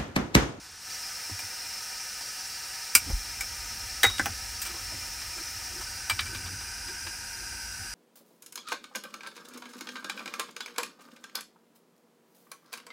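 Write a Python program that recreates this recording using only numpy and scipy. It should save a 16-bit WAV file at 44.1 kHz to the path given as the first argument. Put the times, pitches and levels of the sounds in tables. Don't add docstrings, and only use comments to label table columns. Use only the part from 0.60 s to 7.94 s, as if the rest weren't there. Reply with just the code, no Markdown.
import sys
import numpy as np
from scipy import signal
from scipy.fft import rfft, irfft, next_fast_len
from scipy.io import wavfile
from scipy.ndimage import uniform_filter1d

SR = 44100
rng = np.random.default_rng(int(sys.argv[2]) if len(sys.argv) > 2 else 0)


def boost_factor(decibels):
    exponent = np.asarray(decibels, float) / 20
    return 10 ** exponent


def transcribe(signal):
    frames = np.atleast_2d(signal).T
    limited = np.clip(frames, -1, 1)
    pcm = np.round(limited * 32767).astype(np.int16)
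    wavfile.write(sys.argv[1], SR, pcm)


N = 323694
TIME_S = np.arange(N) / SR

# time_s, cover_0_to_1
POT_COVER = [
    (0, 0.05),
    (5.0, 0),
    (5.45, .3),
    (5.85, 0.62),
    (7.34, 0.76),
]
# pitch_hz, level_db_per_hz
OPEN_JET = [(76, -58), (130, -26.5), (450, -17.5), (640, -11), (1080, -18.5), (1700, -4.5), (3600, -11.5),
            (5200, -8), (6500, -6.5), (10200, -9.5), (11000, -15.5), (13300, -14), (14400, -10),
            (15700, -16)]
# pitch_hz, width_hz, level_db
OPEN_PEAKS = [(773, 72, -8.5), (938, 52, -5.5), (1279, 129, -3.5), (1474, 23, 0.5), (1760, 170, -7),
              (1925, 41, -3.5), (2396, 67, -2), (2750, 430, -12.5), (4180, 280, -6.5), (4636, 41, 4),
              (5030, 170, 1.5), (5252, 110, 4), (5548, 310, 2), (5885, 59, 7), (6180, 83, -0.5),
              (8870, 1400, -14)]
# pitch_hz, width_hz
OPEN_NULLS = (10600, 150), (10900, 100), (12400, 120), (13300, 350), (15000, 250)
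# pitch_hz, level_db_per_hz
COVERED_JET = [(76, -44), (130, -3.5), (310, -10), (580, -17), (1100, -13), (1560, -1), (2500, -7.5),
               (3450, -18.5), (4900, -1.5), (6700, -7.5), (10000, -11), (11300, -18.5), (14400, -11),
               (15700, -21)]
# pitch_hz, width_hz, level_db
COVERED_PEAKS = [(793, 240, -6), (936, 45, 3.5), (1543, 192, 10), (2060, 120, -7), (2404, 55, 3),
                 (2620, 760, -3), (4940, 70, 11.5), (4930, 140, 11), (5750, 110, 3), (5910, 420, 6),
                 (6800, 600, -3), (8100, 840, -2), (9570, 2100, -3.5)]
# pitch_hz, width_hz
COVERED_NULLS = (6850, 120), (7250, 150), (11150, 400), (12600, 150), (14800, 200)
# pitch_hz, level_db_per_hz
SEEP = [(400, -30), (750, -8), (1600, -5), (3100, -9), (5400, -5), (8000, -10), (11000, -14), (15500, -15)]
# middle_s, flutter_gain_db, half_length_s
TABLE_SHAKES = [
    (2.5, 19, 0.052),
    (3.49, 10, 0.041),
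    (3.66, 15, 0.075),
    (4.37, 6, 0.099),
    (5.6, 9, 0.12),
    (5.88, 9.5, 0.15),
    (7.22, 7, 0.053),
]
# start_s, level_db, pitch_hz, ring_t60_s
PUFFS = [
    (2.461, -37, 70, .12),
    (2.499, -25, 62, 0.071),
    (2.522, -23, 47, 0.15),
    (2.545, -21, 44.2, 0.14),
]
# start_s, peak_db, weight_db_per_octave (below the pivot), hardness_db_per_octave (above it)
LIGHTER_SNAPS = [
    (2.3501, -7, -9, -0.12),
    (2.807, -24, -9, -2.4),
]
TABLE_KNOCKS = [
    (0.6947, -46, 6.5, 1),
    (3.4313, -19.5, -8, 3),
    (3.4314, -11.5, -9, -8),
    (3.4404, -14.5, 1.5, -3),
    (3.4481, -16, -1.5, -9),
    (3.4655, -26, 0, -1),
    (3.5946, -19, 1.5, -8.5),
    (3.6576, -23, -2.5, -1),
    (3.6638, -32, 5.5, -3),
]
POT_SEATS = [
    (5.496, -19.5, -5, -3.5),
    (5.506, -26.5, -2, -4.5),
    (5.590, -21.5, -6.5, -10),
    (5.605, -33.5, -6, -2.5),
]
POT_SCUFFS = [(0.789, -29.5, -2.5, 0), (1.6073, -34.5, 1.5, -1.5), (2.1394, -35, -3, -2),
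              (2.4978, -39, 6.5, 3), (2.526, -50, 4, -3), (3.4964, -24, -4.5, -4), (3.5799, -18.5, -12, -7),
              (4.0157, -23.5, -9, 3), (4.050, -28, -4.5, 0), (4.0616, -28.5, -6, 2), (4.075, -34, -2, -11),
              (4.105, -33, -0.5, -6), (4.139, -34, 1, -6), (4.165, -36, 0.5, -6), (4.3196, -42, 5, -2),
              (4.6135, -31, -3.5, -4), (4.7775, -33, 1.5, -6), (5.2094, -30.5, -0.5, -1.5),
              (5.6566, -28, -6, -6), (5.746, -26, -4, -3.5), (5.8581, -29, -2.5, -6),
              (6.005, -33, -1, -4.5), (6.2796, -30.5, -6, -6), (6.4644, -25.5, -2, -7)]
# low_hz, high_hz
BAND_HZ = (1900, 3400), (200, 800), (800, 1900), (3400, 7000), (7000, 16500)
# pitch_hz, level_db, ring_t60_s
LIGHTER = [(1430, -1, .012), (2300, 0, .016), (2800, -4, .010), (5000, -8, .012), (8550, -3, .02),
           (14180, -12, .008)]
TABLE = [(420, -9, .03), (800, -8, .03), (1560, 0, .016), (2024, -9, .05), (2320, -6, .015),
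         (4900, -10, .012)]
POT = [(1020, -24, 0.12), (1400, 5.5, 0.0098), (2037, -16, 0.01), (2338, -7, 0.096), (3000, -6, 0.034),
       (4000, -3, 0.032), (4750, 2, 0.073), (6640, -21, 0.09), (8380, 8.5, 0.061)]
# struck_s, level_db, damped_by_wood_s
NOZZLE = [
    (3.433, -18, 3.494),
    (3.511, -34, 3.594),
]
# middle_s, peak_db, half_length_s
ROCKS = [
    (4.13, -53.5, 0.066),
    (4.38, -62, .08),
    (4.794, -51, .04),
    (5.16, -51, 0.068),
    (5.74, -50, .07),
    (6.304, -51, 0.042),
    (6.48, -51, 0.018),
    (6.816, -58, .04),
    (6.955, -58, .03),
    (7.248, -66, 0.031),
]
# start_s, level_db
THUMPS = [(0.71, -32.5), (0.824, -42), (3.458, -28), (3.616, -29.5), (3.674, -36), (4.342, -36.5),
          (5.513, -37), (5.61, -38), (5.688, -40), (5.752, -38), (5.928, -35)]
# pitch_hz, level_db, ring_t60_s
TABLE_TOP = (90, 0, .14), (103, 0, .14), (280, -9, .06)
# pitch_hz, level_db_per_hz
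CABIN = [(12, -30), (20, -12), (40, -4), (91, 0), (140, -8), (260, -11), (450, -12), (700, -30), (990, -90)]


def jet():
    opens_s, turn_s = .17, 0.14
    shut_db, open_db, pot_muffles_db = -48, -37.5, -1.5
    turn = TIME_S * 1.7
    full = unit_rms(np.cos(turn) * gas() + np.sin(turn) * gas())
    seep = boost_factor(-50.5) * coloured(SEEP) * np.interp(TIME_S, [.24, .4], [1, 0])
    opening = np.clip((TIME_S - opens_s) / turn_s, 0, 1)
    level_db = shut_db + (open_db - shut_db) * opening + pot_muffles_db * pot_cover()
    return boost_factor(level_db) * full + seep


def gas():
    cover = np.clip(pot_cover(), 0, 1)
    bare = coloured(OPEN_JET, OPEN_PEAKS, OPEN_NULLS, valley_db=-4.5, peak_db=-2.0)
    hooded = coloured(COVERED_JET, COVERED_PEAKS, COVERED_NULLS, valley_db=-3.0, peak_db=-2.5)
    return cabin_echo(np.sqrt(1 - cover) * bare + np.sqrt(cover) * hooded, wet_db=-7)


def pot_cover():
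    time_s, cover = np.transpose(POT_COVER)
    return np.interp(TIME_S, time_s, cover)


def flame():
    lit_s, flare_s = 2.345, 2.55
    lit = np.clip((TIME_S - lit_s) / .03, 0, 1)
    flare_width_s = np.where(TIME_S < flare_s, .04, 0.028)
    flare_db = 20 * np.exp(-((TIME_S - flare_s) / flare_width_s) ** 2)
    settle_db = -.5 * (TIME_S - lit_s)

    rumble = unit_rms(band(band(rng.standard_normal(N), 38.0, 72), 12.0, 132))
    low_flutter = band(rng.standard_normal(N), 72.0, 108.0)
    high_flutter = band(rng.standard_normal(N), 172, 322)
    flutter = unit_rms(low_flutter + boost_factor(-14) * high_flutter)

    flicker_hz, flicker_db = 3.8, 1
    rumble_db = -50 + flare_db + flicker_db * wander(flicker_hz)
    flutter_db = -55.5 + swells(TABLE_SHAKES) + flicker_db * wander(flicker_hz)
    return lit * boost_factor(settle_db) * (boost_factor(rumble_db) * rumble + boost_factor(flutter_db) * flutter)


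def puffs():
    out = np.zeros(N)
    for start_s, db, hz, t60_s in PUFFS:
        push = np.zeros(N)
        push[round(start_s * SR)] = boost_factor(db)
        out += ring(push, hz, t60_s)
    return band(out, 22, 300)


def contacts(events, modes, crack_db, rattle_s, rise_s, ring_share, bass_db, near_db=0):
    pivot_hz = 2540
    out, length = np.zeros(N), SR // 4
    t = np.arange(length) / SR
    for start_s, db, weight, hardness in events:
        envelope = np.exp(-t / rattle_s) * np.minimum(t / rise_s, 1)
        rattle = rng.standard_normal(length) * envelope
        body = np.zeros(length)
        for hz, mode_db, t60_s in modes:
            strike = rattle * rng.standard_normal(length)
            body += boost_factor(mode_db + rng.normal(0, 1.8)) * ring(strike, hz, t60_s * ring_share)
        crack = unit_rms(np.diff(rattle, prepend=0))
        sound = cabin_echo(unit_rms(body) + boost_factor(crack_db) * crack, wet_db=-1.5 + near_db)

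        at = round(start_s * SR)
        for low_hz, high_hz in BAND_HZ:
            octaves = np.log2(np.sqrt(low_hz * high_hz) / pivot_hz)
            slope = hardness if octaves > 0 else -weight
            level_db = db + slope * octaves + bass_db * (octaves < -2)
            edges = .85 * low_hz, 1.15 * high_hz
            part = band(band(sound, *edges), *edges)
            out[at:at + length] += boost_factor(level_db) * part / np.abs(part).max()
    return out


def nozzle():
    level = np.zeros(N)
    for struck_s, db, damped_s in NOZZLE:
        free_db = -60 * np.maximum(TIME_S - struck_s, 0) / 0.5
        damped_db = -60 * np.maximum(TIME_S - damped_s, 0) / 0.022
        level += boost_factor(db + free_db + damped_db) * np.clip((TIME_S - struck_s) / .002, 0, 1)
    return level * np.sin(2 * np.pi * 3796 * TIME_S)


def slosh():
    level = swells([(middle_s, boost_factor(db), half_s) for middle_s, db, half_s in ROCKS])
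    return level * unit_rms(ring(rng.standard_normal(N), hz=346, t60_s=0.071))


def thumps():
    pushes = np.zeros(N)
    for start_s, db in THUMPS:
        pushes[round(start_s * SR)] = boost_factor(db + 2.0)
    sway = np.zeros(N)
    for k, (hz, db, t60_s) in enumerate(TABLE_TOP):
        sway += (-1) ** k * boost_factor(db) * ring(pushes, hz, t60_s)
    return band(sway, 38, 360)


def cabin_hum():
    return boost_factor(-61) * coloured(CABIN)


def cabin_echo(x, wet_db):
    t = np.arange(SR // 5) / SR
    fade = boost_factor(-60 * t / .10)
    tail = rng.standard_normal(len(t)) * fade * np.minimum(t / 0.0014, 1)
    tail = boost_factor(wet_db) * tail / np.sqrt(np.sum(tail ** 2))
    tail[0] = 1
    return signal.fftconvolve(x, tail / np.sqrt(np.sum(tail ** 2)))[:len(x)]


def coloured(spectrum, peaks=(), nulls=(), valley_db=0., peak_db=0.):
    size = next_fast_len(N)
    hz = np.arange(size // 2 + 1) * SR / size + 1
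    point_hz, point_db = np.transpose(spectrum)
    power = boost_factor(2 * (np.interp(np.log(hz), np.log(point_hz), point_db) + valley_db))
    for centre_hz, width_hz, db in peaks:
        power = power + boost_factor(2 * (db + peak_db)) / (1 + (2 * (hz - centre_hz) / width_hz) ** 2) ** 2
    for centre_hz, width_hz in nulls:
        power = power * (1 - .96 / (1 + (2 * (hz - centre_hz) / width_hz) ** 2))
    noise = rfft(rng.standard_normal(size))
    return unit_rms(irfft(np.sqrt(power) * noise, size)[:N])


def ring(clicks, hz, t60_s):
    r, w = boost_factor(-60 / (t60_s * SR)), 2 * np.pi * hz / SR
    return signal.lfilter([0, np.sin(w)], [1, -2 * r * np.cos(w), r * r], clicks + 1e-18)


def swells(rows):
    return sum(height * np.exp(-((TIME_S - middle_s) / half_s) ** 2) for middle_s, height, half_s in rows)


def wander(rate_hz):
    return unit_rms(band(rng.standard_normal(N + SR), rate_hz / 4, rate_hz)[SR:])


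def band(x, low_hz, high_hz):
    return signal.sosfilt(signal.butter(2, [low_hz, high_hz], "band", fs=SR, output="sos"), x)


def unit_rms(x):
    return x / np.sqrt(np.mean(x ** 2) + 1e-20)


def scene():
    snaps = boost_factor(4.0) * contacts(LIGHTER_SNAPS, LIGHTER, crack_db=2.0, rattle_s=.004, rise_s=.001,
                                ring_share=1.2, bass_db=-4.0)
    knocks = boost_factor(4.0) * contacts(TABLE_KNOCKS, TABLE, crack_db=7.0, rattle_s=.0035, rise_s=.0005,
                                 ring_share=.6, bass_db=-14.0, near_db=-3.0)
    scuffs = boost_factor(-4.0) * contacts(POT_SCUFFS, POT, crack_db=10.0, rattle_s=.008, rise_s=.002,
                                  ring_share=.5, bass_db=-8.0)
    seats = boost_factor(5.5) * contacts(POT_SEATS, POT, crack_db=3.0, rattle_s=0.005, rise_s=0.002,
                                ring_share=.4, bass_db=-17.0, near_db=-3.0)
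    burner = jet() + flame() + puffs()
    handling = snaps + knocks + nozzle() + scuffs + seats
    mono = burner + handling + slosh() + thumps() + cabin_hum()
    return np.stack([mono, mono])


def top_cut(x):
    return signal.sosfilt(signal.butter(12, 16840, fs=SR, output="sos"), x)


def record(dry):
    clipped = np.clip(dry[0], -1, 1)
    hz, _, cells = signal.stft(clipped, SR, nperseg=2048, scaling="psd")
    hz = hz[:, None]
    patch = uniform_filter1d(np.abs(cells) ** 2, size=9, axis=0)
    strong = patch > boost_factor(2 * -98)
    keep = (strong | (hz < 6500)) & (hz < 15800)
    mono = signal.istft(cells * keep, SR, nperseg=2048, scaling="psd")[1][:N]
    mix = np.stack([mono, mono])
    return top_cut(mix)


dry = scene()
out = record(dry)
transcribe(out)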